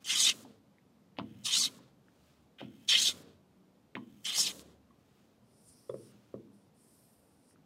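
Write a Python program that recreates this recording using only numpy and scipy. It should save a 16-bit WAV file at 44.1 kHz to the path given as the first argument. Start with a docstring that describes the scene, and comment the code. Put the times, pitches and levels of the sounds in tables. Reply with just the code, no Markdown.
"""A quiet workshop, heard close to the bench: a hand plane takes four light strokes over a small board.
Before each later stroke it is set down with a knock and scuffs faintly; after each the sole slides off.
Then a palm wipes the smooth face and the bench is tapped, amid cloth rustle, faint low hums and room noise.
Friction is clumped noise shaped by bands and resonances; blows are short pulses that ring damped modes."""
import sys
import numpy as np
from scipy import signal
from scipy.fft import rfft, irfft
from scipy.io import wavfile
from scipy.ndimage import uniform_filter1d

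SR = 44100
rng = np.random.default_rng(int(sys.argv[2]) if len(sys.argv) > 2 else 0)


def unload_audio(sound):
    """Save the sound as a 16-bit wav file, at the path given as the first command line argument."""
    columns = np.transpose(np.atleast_2d(sound))
    # keep every value between -1 and 1, then stretch to whole-number steps
    steps = np.round(np.clip(columns, -1, 1) * 32767)
    wavfile.write(sys.argv[1], SR, steps.astype(np.int16))


N = 337365  # samples in the scene


def gain_of(db):
    """The decibel law: 20 dB is a tenfold amplitude."""
    return 10 ** (np.asarray(db) / 20)


def evened(x):
    """Normalises to an effective (RMS) value of 1."""
    return x / np.sqrt(np.mean(x ** 2) + 1e-20)


def read(points, hz):
    """Reads a spectrum curve, interpolated over logarithmic frequency."""
    point_hz, value = np.transpose(points)
    return np.interp(np.log(hz + 1), np.log(point_hz + 1), value)


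def add(mix, s, sound):
    """Superposition: adds a sound to the mix from time s on."""
    part = mix[round(s * SR):][:len(sound)]
    part += sound[:len(part)]


def coloured(x, gain):
    """Linear filtering: multiplies the spectrum by gain(Hz)."""
    return irfft(rfft(x) * gain(np.fft.rfftfreq(len(x), 1 / SR)), len(x))


def between(hz, lo, hi):
    """Gain of a band-pass with soft edges."""
    return 1 / np.sqrt((1 + (lo / (hz + 1)) ** 12) * (1 + (hz / hi) ** 12))


def resonate(x, hz, width):
    """Resonance of gain 1 by heterodyning: shifts hz down to zero, smooths, and shifts back."""
    turn = np.exp(2j * np.pi * np.cumsum(hz * np.ones(len(x))) / SR)
    r = np.exp(-np.pi * width / SR)
    return 2 * (turn * signal.lfilter([1 - r], [1, -r], x / turn)).real


def played(rows):
    """Envelopes by linear interpolation: returns the start time and every further column as a curve."""
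    s, *columns = np.transpose(rows)
    t = np.arange(s[0], s[-1], 1 / SR)
    return s[0], [np.interp(t, s, column) for column in columns]


def grit(size, spread_db, lump_db, lump_s):
    """Dry friction as a random process: dense tiny slips of uneven size that come in clumps."""
    lumps = evened(uniform_filter1d(rng.standard_normal(size), max(round(lump_s * SR), 1)))
    sizes_db = spread_db * np.minimum(rng.exponential(1, size), 4)
    return evened(rng.standard_normal(size) * gain_of(sizes_db + lump_db * lumps))


def mottled(x, depth_db):
    """Narrow resonances come and go with the grain of the wood: random gains over time and pitch."""
    z = signal.stft(x, nperseg=512, noverlap=384)[2]
    streaks = uniform_filter1d(uniform_filter1d(rng.standard_normal(z.T.shape), 9, 0), 3, 1)
    z = z * gain_of(depth_db * evened(streaks).T)
    return signal.istft(z, nperseg=512, noverlap=384)[1][:len(x)]


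def cut(stroke):
    """Forced vibration: fibres tear at the edge and ring the iron, the curling shaving, board and bench."""
    # torn fibres: hz [Hz], density_db [dB per Hz]
    tear = [(80, -32.5), (173, -8), (640, -24), (1160, -20.5), (1900, -25), (2560, -10), (2900, -8.5),
            (3400, 1.5), (4450, 0), (6600, 0.5), (8000, -4), (10200, -8.5), (11200, -16), (13000, -16),
            (15700, -31.5)]
    rows, pitches, fizz_db = stroke
    s, (ring_db, hiss_db, board_db) = played(rows)
    t = np.arange(len(ring_db)) / SR
    along = t / t[-1]
    bite_db = -25 * np.clip(1 - t / 0.022, 0, 1)  # the edge takes 22 ms to bite
    # fine fizz grows along the stroke and partly follows the hiss
    fizz_db = fizz_db + 4 * along + 0.36 * (hiss_db - hiss_db.mean()) + bite_db
    # the low board follows the upper board only in part
    low_db = -55.5 + 0.38 * (board_db - board_db.mean()) + bite_db
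    bench_db = -65 + 13 * along  # the rumble grows along the stroke
    fibres = grit(len(t), spread_db=2.5, lump_db=-1.02, lump_s=0.011)
    wide = coloured(fibres, lambda hz: gain_of(read(tear, hz)))
    voice = mottled(evened(wide) + gain_of(-5) * iron(fibres), depth_db=3.5)
    # level [dB], lower and upper band edge [Hz]
    parts = [(ring_db, 2600, 4500), (hiss_db, 4500, 9000), (board_db, 1800, 2600),
             (low_db, 900, 1800), (fizz_db, 9000, 17000), (bench_db, 90, 800)]
    mix = 0
    for db, lo, hi in parts:
        band = coloured(voice, lambda hz: between(hz, lo, hi))
        mix = mix + gain_of(db) * evened(band)
    curl_hz, curl_width_hz = np.interp(s + t, *np.transpose(pitches)), 700
    curl = resonate(resonate(fibres, curl_hz, curl_width_hz), curl_hz, curl_width_hz)
    curl_gain = gain_of(-7) * np.hypot(gain_of(ring_db), gain_of(hiss_db))  # relative to ring and hiss
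    mix = mix + curl_gain * evened(mottled(curl, depth_db=6))
    return s, mix * np.clip(t / 0.0025, 0, 1) * np.clip(t[::-1] / 0.04, 0, 1)


def iron(x):
    """Modal superposition: the resonances of the blade and the plane body."""
    # modes of the iron: mode_hz [Hz], width_hz [Hz], level_db [dB]
    modes = [(1220, 38, -22.5), (1380, 33, -26), (1778, 40, -27), (2115, 44, -8.5), (2590, 74, -7),
             (3076, 140, 4.5), (3276, 110, 0), (3650, 23, -3), (4040, 63, -9), (5400, 92, -3),
             (6430, 140, 2.5), (7640, 280, -7), (8293, 51, -12)]
    return evened(sum(gain_of(db) * evened(resonate(x, hz, width)) for hz, width, db in modes))


def slide(row):
    """Sliding friction: the sole hisses over wood, the bench rumbles; on lifting the hiss dulls and dies."""
    # hiss of the sole: hz [Hz], density_db [dB per Hz]
    sole = [(590, -32.5), (1000, 2), (1260, 3), (1410, 1.5), (2210, -3.5), (3510, 2.5), (5680, -1),
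            (7070, 1.5), (15600, -9.5)]
    s, contact_s, start_db, treble_db, bench_db = row
    after_s = 0.18  # the sound outlasts the contact
    t = np.arange(0, contact_s + after_s, 1 / SR)
    lifted_s = np.maximum(t - contact_s, 0)
    lift = np.minimum(lifted_s / 0.018, 1)
    sag_db = 42 * (t - lifted_s)  # 42 dB per s while in contact
    level_db = start_db - sag_db - 4 * lift - 13 * lifted_s
    rub = grit(len(t), spread_db=2.5, lump_db=.6, lump_s=.004)
    hiss = evened(coloured(rub, lambda hz: gain_of(read(sole, hz))))
    dull = coloured(hiss, lambda hz: 1 / (1 + (hz / 5200) ** 6))
    hiss = dull + gain_of(treble_db - 11 * lift) * (hiss - dull)
    bench = evened(coloured(rub, lambda hz: between(hz, 110, 600)))
    fade = np.clip(t / .008, 0, 1) * np.clip(t[::-1] / .12, 0, 1)
    return s, (gain_of(level_db) * hiss + gain_of(bench_db - 25 * t) * bench) * fade


def creep(row):
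    """Light friction, partly through the iron: a dry scuff brightens and swells at its end."""
    s, landing, end, settle_db, creep_db, treble_db, swell_db = row
    t = np.arange(0, end - s, 1 / SR)
    swell = gain_of(swell_db * np.clip(1 - t[::-1] / .014, 0, 1))  # over the last 14 ms
    rub = grit(len(t), spread_db=-3.5, lump_db=2.6, lump_s=0.0025)
    scuff = mottled(rub + gain_of(-8) * iron(rub), depth_db=1.5)
    low = evened(coloured(scuff, lambda hz: between(hz, 1300, 3400)))
    high = evened(coloured(scuff, lambda hz: between(hz, 4300, 28000)))
    settle = gain_of(settle_db - 500 * abs(s + t - landing))  # 500 dB per s to and from the landing
    brighten = gain_of(treble_db - 17.5 * (1 - t / t[-1]))
    low = low * (settle + gain_of(creep_db))
    high = high * (settle * gain_of(-24.5) + brighten)
    return s, (low + high) * swell * signal.windows.tukey(len(rub), .03)


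def contacts():
    """Contact time sets pitch: each knock is a tick with a thud just behind it; further ticks have no thud."""
    # plane and hand knocks: start_s [s], thud_db [dB], thud_hz [Hz], thud_cycles [cycles],
    # tick_db [dB], tick_hz [Hz]
    knock_rows = [(.452, -48.5, 260, 3, -48, 805), (1.1871, -27, 766, 1.5, -26.5, 2644),
                  (1.189, -33, 270, 2.3, -60, 2000), (1.1971, -29, 1040, 1.4, -38.5, 2470),
                  (1.2159, -33, 216, 1.4, -56, 1500), (1.662, -47, 256, 4, -59, 1000),
                  (2.606, -45, 580, 1.5, -43, 1910), (2.6098, -51, 500, 1.5, -46, 2950),
                  (2.615, -33.5, 650, 1.3, -49.5, 1400), (2.630, -38, 261, 1.6, -60.5, 2000),
                  (2.653, -37.5, 232, 1.6, -67, 2000), (2.940, -43, 550, 2.2, -60.5, 1100),
                  (3.954, -38, 320, 1.2, -25.5, 2050), (3.969, -43.5, 320, 1.5, -35, 1000),
                  (3.982, -38, 240, 2.5, -51, 1000), (5.898, -28, 480, 3, -42, 1110),
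                  (5.914, -37, 477, 3, -70, 1090), (5.943, -29, 470, 2.2, -49.5, 1100),
                  (6.3425, -30, 430, 1.43, -49.5, 1080), (6.356, -50.5, 433, 3, -60.5, 1080)]
    # further ticks, mostly alone, some within a knock: start_s [s], level_db [dB], pitch_hz [Hz],
    # length [cycles]
    further_ticks = [(0.047, -43, 7476, 15), (0.785, -56.5, 2050, 4), (1.17, -46, 2230, 1.4),
                     (1.791, -53, 987, 3.2), (2.085, -55.5, 1600, 3.5), (2.587, -54, 3250, 9),
                     (3.294, -73, 7160, 3.3), (4.247, -42.5, 3136, 8), (4.384, -34, 900, 1.65),
                     (4.595, -37.5, 4050, 1.5), (4.91, -59.5, 1103, 8), (5.897, -56, 3410, 13),
                     (7.51, -64, 1800, 3), (7.56, -59.5, 1395, 3)]
    thuds, ticks = [], []
    for s, thud_db, thud_hz, thud_cycles, tick_db, tick_hz in knock_rows:
        thuds.append((s + .0007, thud_db, thud_hz, thud_cycles))
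        tick_cycles = 3.2 * (1000 / tick_hz) ** .6  # higher ticks are shorter
        ticks.append((s, tick_db, tick_hz, tick_cycles))
    ticks = ticks + further_ticks
    # every tick has a weaker, higher partial, 3.5 cycles long
    partials = [(s, db - 12.5, hz * 1.7, 3.5) for s, db, hz, _ in ticks]
    return thuds + ticks + partials


def knocks():
    """Impulse response: pulses of a few cycles under a bell ring the wood, snap and set off a short rattle."""
    # modes of board, bench top and plane body: mode_hz [Hz], level_db [dB], t60_s [s]
    wood = [(124, 1.5, 0.14), (203, 6, 0.18), (278, 1, 0.22), (316, 3.5, 0.16), (338, -7, 0.064),
            (472, -1, 0.45), (541, -4, 0.023), (673, 4, 0.086), (846, -7, 0.027), (1070, 0, 0.13),
            (1264, -11.5, 0.018), (1610, -6, 0.067), (1920, 0.5, 0.09), (2170, -1, 0.047),
            (2616, -6.5, .02), (3030, -1, 0.049), (3120, -7, 0.022)]
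    # hz [Hz], gain_db [dB]
    snap_curve = [(600, -21), (1200, 4.5), (3600, -2), (6800, -14.0), (8500, -21), (16000, -47.5)]
    blows, pushes, snaps = np.zeros(N), np.zeros(N), np.zeros(N)
    t = np.arange(-800, 800) / SR
    for s, peak_db, hz, cycles in contacts():
        bell = gain_of(peak_db) * np.exp(-.5 * (t * hz * 3 / cycles) ** 2)
        add(blows, s + t[0], -bell * np.cos(2 * np.pi * hz * t))
        # the slow shove of the blow reaches the low modes
        add(pushes, s + t[0], np.gradient(bell) * SR / hz)
        hardness = min(hz / 2500, 1)  # harder contact, more snap
        burst = gain_of(peak_db - 60 * abs(t) / 0.005) * (t > -.25 / hz)
        add(snaps, s + t[0], burst * hardness)
    drive = blows + gain_of(-5.5) * pushes
    ring = 0
    for k, (hz, db, t60) in enumerate(wood):
        ring = ring + (-1) ** k * gain_of(db) * resonate(drive, hz, 1.5 / t60)
    snap = coloured(snaps * rng.standard_normal(N), lambda hz: gain_of(read(snap_curve, hz)))
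    rattle_t = np.arange(SR // 8) / SR
    rattle = grit(len(rattle_t), spread_db=4.0, lump_db=6.0, lump_s=0.00067)
    rattle = rattle * gain_of(-60 * rattle_t / 0.09)
    shaken = signal.oaconvolve(blows, rattle / np.linalg.norm(rattle))[:N]
    mix = blows + gain_of(-1.5) * ring + gain_of(-9) * shaken + gain_of(-16) * snap
    return coloured(mix, lambda hz: between(hz, 68, SR))  # the knocks carry no deep bass


def wipe(rows):
    """Skin friction and cavity resonance: soft noise on wood, lifted in hollows under palm and fingers."""
    # fixed hollows between skin and wood: centre_hz [Hz], width_hz [Hz]
    palm = [(5300, 1500), (11600, 3600)]
    # skin on wood: hz [Hz], density_db [dB per Hz]
    brush = [(1200, -38), (2500, -11), (4000, -6), (8000, 10.5), (12000, -6), (15700, -39)]
    s, (low_db, level_db, high_db) = played(rows)
    rub = grit(len(level_db), spread_db=0.0, lump_db=0.8, lump_s=0.011)
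    low, high = (evened(resonate(resonate(rub, hz, width), hz, width)) for hz, width in palm)
    finger = evened(resonate(resonate(rub, 9380, 1900), 9380, 1900))
    wide = evened(coloured(rub, lambda hz: gain_of(read(brush, hz))))
    middle = finger + gain_of(-4) * wide
    mix = gain_of(low_db) * low + gain_of(level_db) * middle + gain_of(high_db) * high
    return s, mottled(mix, depth_db=-1.1) * signal.windows.tukey(len(rub), .1)


def sleeve(row):
    """Textile friction: cloth and hands rustle faintly as the arms move."""
    # cloth rustle: hz [Hz], density_db [dB per Hz]
    cloth = [(710, -32.5), (1200, 0), (1850, -7), (2710, -3.5), (6440, -9.5), (10900, -15.5), (15000, -17)]
    start, loudest, end, db = row
    edge_db = db - 13.5
    s, (level_db,) = played([(start, edge_db), (loudest, db), (end, edge_db)])
    rub = grit(len(level_db), spread_db=2.6, lump_db=0.7, lump_s=.01)
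    rustle = evened(coloured(rub, lambda hz: gain_of(read(cloth, hz))))
    return s, gain_of(level_db) * rustle * signal.windows.tukey(len(rub), .3)


def drone(row):
    """Harmonic tone with random amplitude modulation: a wavering low hum and its weaker octave."""
    s, length, first_hz, last_hz, level_db = row
    waver_db, waver_size = 3.5, round(0.036 * SR)
    hz = np.linspace(first_hz, last_hz, round(length * SR))
    waver = uniform_filter1d(rng.standard_normal(len(hz)), waver_size)
    waver = evened(uniform_filter1d(waver, waver_size))
    waver = evened(waver - waver.mean())
    turn = 2 * np.pi * np.cumsum(hz) / SR
    tone = np.sin(turn) + gain_of(-7.0) * np.sin(2 * turn)
    swell = signal.windows.hann(len(hz)) ** .6
    return s, np.sqrt(2) * gain_of(level_db + waver_db * waver) * tone * swell


def shop(x):
    """Reverberation: sparse taps of random sign, each band decaying exponentially at its own speed."""
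    # decay of the room: hz [Hz], t60_s [s]
    decay_times = [(100, 1), (260, 0.68), (700, 0.14), (1840, 0.068), (4850, 0.11), (12000, 0.17)]
    # hz [Hz], reverberation level [dB]
    wet_curve = [(150, -11), (300, -15.0), (600, -21.0), (1100, -18.5), (2000, -26), (5000, -24.5),
                 (12000, -34.0)]
    taps, at = np.zeros(SR), np.arange(300, SR - 20, 20)
    taps[at + rng.integers(0, 20, len(at))] = rng.choice([-1., 1.], len(at))
    hz, t, z = signal.stft(taps, SR, nperseg=512)
    wet_db = read(wet_curve, hz)[:, None]
    decay = gain_of(-60 * t / read(decay_times, hz)[:, None])
    decay /= np.sqrt((decay ** 2).mean(axis=1, keepdims=True) * len(at))
    tail = signal.istft(z * decay * gain_of(wet_db), SR, nperseg=512)[1]
    return signal.fftconvolve(x, tail * np.sqrt(20))[:N]


def air():
    """Stationary noise with slow fluctuation: room rumble and microphone hiss, drifting in patches."""
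    # background spectrum: hz [Hz], density_db [dB per Hz]
    background = [(15, -49), (25, -25), (60, -10), (125, -1), (204, 2.5), (250, 0), (290, -0.5), (341, -6),
                  (480, -6.5), (1300, -18.5), (1760, -23), (3860, -26), (7560, -32), (12300, -35),
                  (14400, -33), (15600, -51.5)]
    frames, hz = N // 512 + 5, np.fft.rfftfreq(2048, 1 / SR)
    a, b, patches = rng.standard_normal((frames, len(hz), 3)).T
    patches = evened(uniform_filter1d(uniform_filter1d(patches, 4, 0), 8, 1))
    depth_db = read([(60, 3.8), (400, 1.5), (3000, .8)], hz)[:, None]
    z = (a + 1j * b) * gain_of(read(background, hz)[:, None] + depth_db * patches)
    noise = signal.istft(z, nperseg=2048, noverlap=1536)[1][:N]
    return gain_of(-66.5) * evened(noise)


def scene():
    """Superposition of all sources at the bench, their reverberation and the background."""
    # one table a cut: start_s [s], iron_ring_db [dB], shear_hiss_db [dB], board_db [dB]
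    cuts = [
        [(0.042, -65, -51.5, -74), (0.072, -49.5, -48, -56), (0.1, -42.5, -34.5, -36.5),
         (0.148, -43, -39.5, -39), (0.206, -43.5, -29, -45), (0.242, -34, -28.5, -51.5),
         (0.292, -32, -34, -32.5), (0.335, -46, -49, -40.5)],
        [(1.435, -75, -61.5, -97.5), (1.457, -38.5, -34, -57), (1.507, -41.5, -48, -48.5),
         (1.535, -30.5, -36, -44.5), (1.591, -48, -29.5, -55), (1.657, -32, -36, -57), (1.69, -49, -48, -39)],
        [(2.875, -61.5, -62, -83), (2.891, -26, -34, -45.5), (2.945, -32.5, -44, -29.5),
         (2.983, -30, -40.5, -46.5), (3.019, -44, -33, -45.5), (3.073, -28, -34.5, -62),
         (3.135, -46.5, -48, -43)],
        [(4.248, -67, -50.5, -68.5), (4.254, -46.5, -41.5, -44.5), (4.318, -39.5, -56.5, -53),
         (4.368, -43, -36.5, -54), (4.404, -49.5, -26, -51), (4.476, -34, -47.5, -62.5),
         (4.525, -55.5, -41, -37)],
    ]
    # pitch of the curling shaving, one table a cut: start_s [s], pitch_hz [Hz]
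    curls = [
        [(0.06, 3100), (0.12, 3050), (0.194, 3910), (0.228, 3560), (0.292, 3670), (0.33, 3370)],
        [(1.445, 3890), (1.525, 3320), (1.601, 4630), (1.631, 4070), (1.685, 3690)],
        [(2.885, 3200), (2.943, 3050), (3.003, 3390), (3.021, 3880), (3.069, 3630), (3.13, 3850)],
        [(4.25, 3020), (4.32, 3210), (4.364, 5140), (4.386, 5350), (4.43, 5190), (4.474, 3830), (4.52, 3640)],
    ]
    # base level of the fine fizz, one for each cut: level_db [dB]
    fizz_levels = [-50, -50.5, -49.5, -49]
    # the sole slides off the board: start_s [s], contact_s until it lifts [s], start_db [dB],
    # treble_db relative to it [dB], bench_rumble_db at the start [dB]
    slides = [(0.324, 0.11, -56.5, 2, -58), (1.68, .1, -57.5, -2.5, -61.5),
              (3.125, 0.097, -55.5, -2.5, -58.5), (4.515, 0.1, -56.5, 4, -58)]
    # the sole settles and creeps, ending around the start of the cut: touch_s [s], landing_s [s],
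    # end_s [s], settling_db [dB], creeping_db [dB], treble_db at the end before the swell [dB],
    # swell_db [dB]
    creeps = [(1.168, 1.189, 1.5, -61.5, -73, -70, 6), (2.582, 2.607, 2.885, -49, -73, -69, 23.5),
              (3.95, 3.953, 4.249, -55.5, -77.5, -70, 22.5)]
    # palm on the board: start_s [s], lower_hollow_db [dB], finger_db [dB], upper_hollow_db [dB]
    wipes = [
        [(5.42, -91.5, -92, -100), (5.584, -81, -75, -88), (5.638, -80, -75, -82), (5.69, -77, -62.5, -86),
         (5.762, -72.5, -74, -81), (5.908, -79, -76, -83.5), (6.036, -76, -71, -86), (6.11, -76, -74, -86),
         (6.14, -95, -88, -93)],
        [(6.5, -106, -100, -97), (6.542, -86, -82, -89), (6.636, -91.5, -86, -97), (6.7, -88, -94, -98)],
        [(6.72, -92, -91, -97), (6.794, -85, -74.5, -85), (6.854, -87, -74, -82), (6.95, -82, -74.5, -77),
         (7.058, -85, -76.5, -74), (7.226, -90, -82, -81), (7.418, -87.5, -82, -93), (7.508, -78, -73, -89),
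         (7.57, -92.5, -87, -98)],
    ]
    # moving cloth: start_s [s], loudest_s [s], end_s [s], level_db at the loudest [dB]
    sleeves = [(0, 0.021, .06, -64), (1.997, 2.274, 2.5, -72.5), (4.849, 5.203, 5.45, -75.5),
               (5.783, 6.09, 6.55, -72)]
    # faint low hums: start_s [s], length_s [s], first_hz [Hz], last_hz [Hz], level_db [dB]
    drones = [(1.25, .3, 123.3, 124.2, -68.5), (1.65, .38, 130.6, 133, -73), (2.12, .42, 76.8, 75.2, -72),
              (2.9, .6, 93.9, 88.8, -68.5), (3.38, 0.43, 180.5, 195, -70), (4.4, 0.53, 71.7, 73.4, -71.5),
              (5.36, 0.283, 123.2, 108, -70.5), (5.984, 0.18, 119, 120.6, -66)]
    bench = knocks()
    sources = [(cut, zip(cuts, curls, fizz_levels)), (slide, slides), (creep, creeps),
               (wipe, wipes), (sleeve, sleeves), (drone, drones)]
    for play, events in sources:
        for event in events:
            add(bench, *play(event))
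    return (bench + shop(bench) + air())[None]


def record(dry):
    """Band limitation: the microphone drops the deepest bass, then a low-pass cuts at 15.8 kHz."""
    thin = signal.sosfilt(signal.butter(2, 50, "high", fs=SR, output="sos"), dry)
    low_pass = signal.firwin(1023, 15800, window=("kaiser", 9), fs=SR)
    return signal.oaconvolve(thin, low_pass[None], "same")


dry = scene()
out = record(dry)
unload_audio(out)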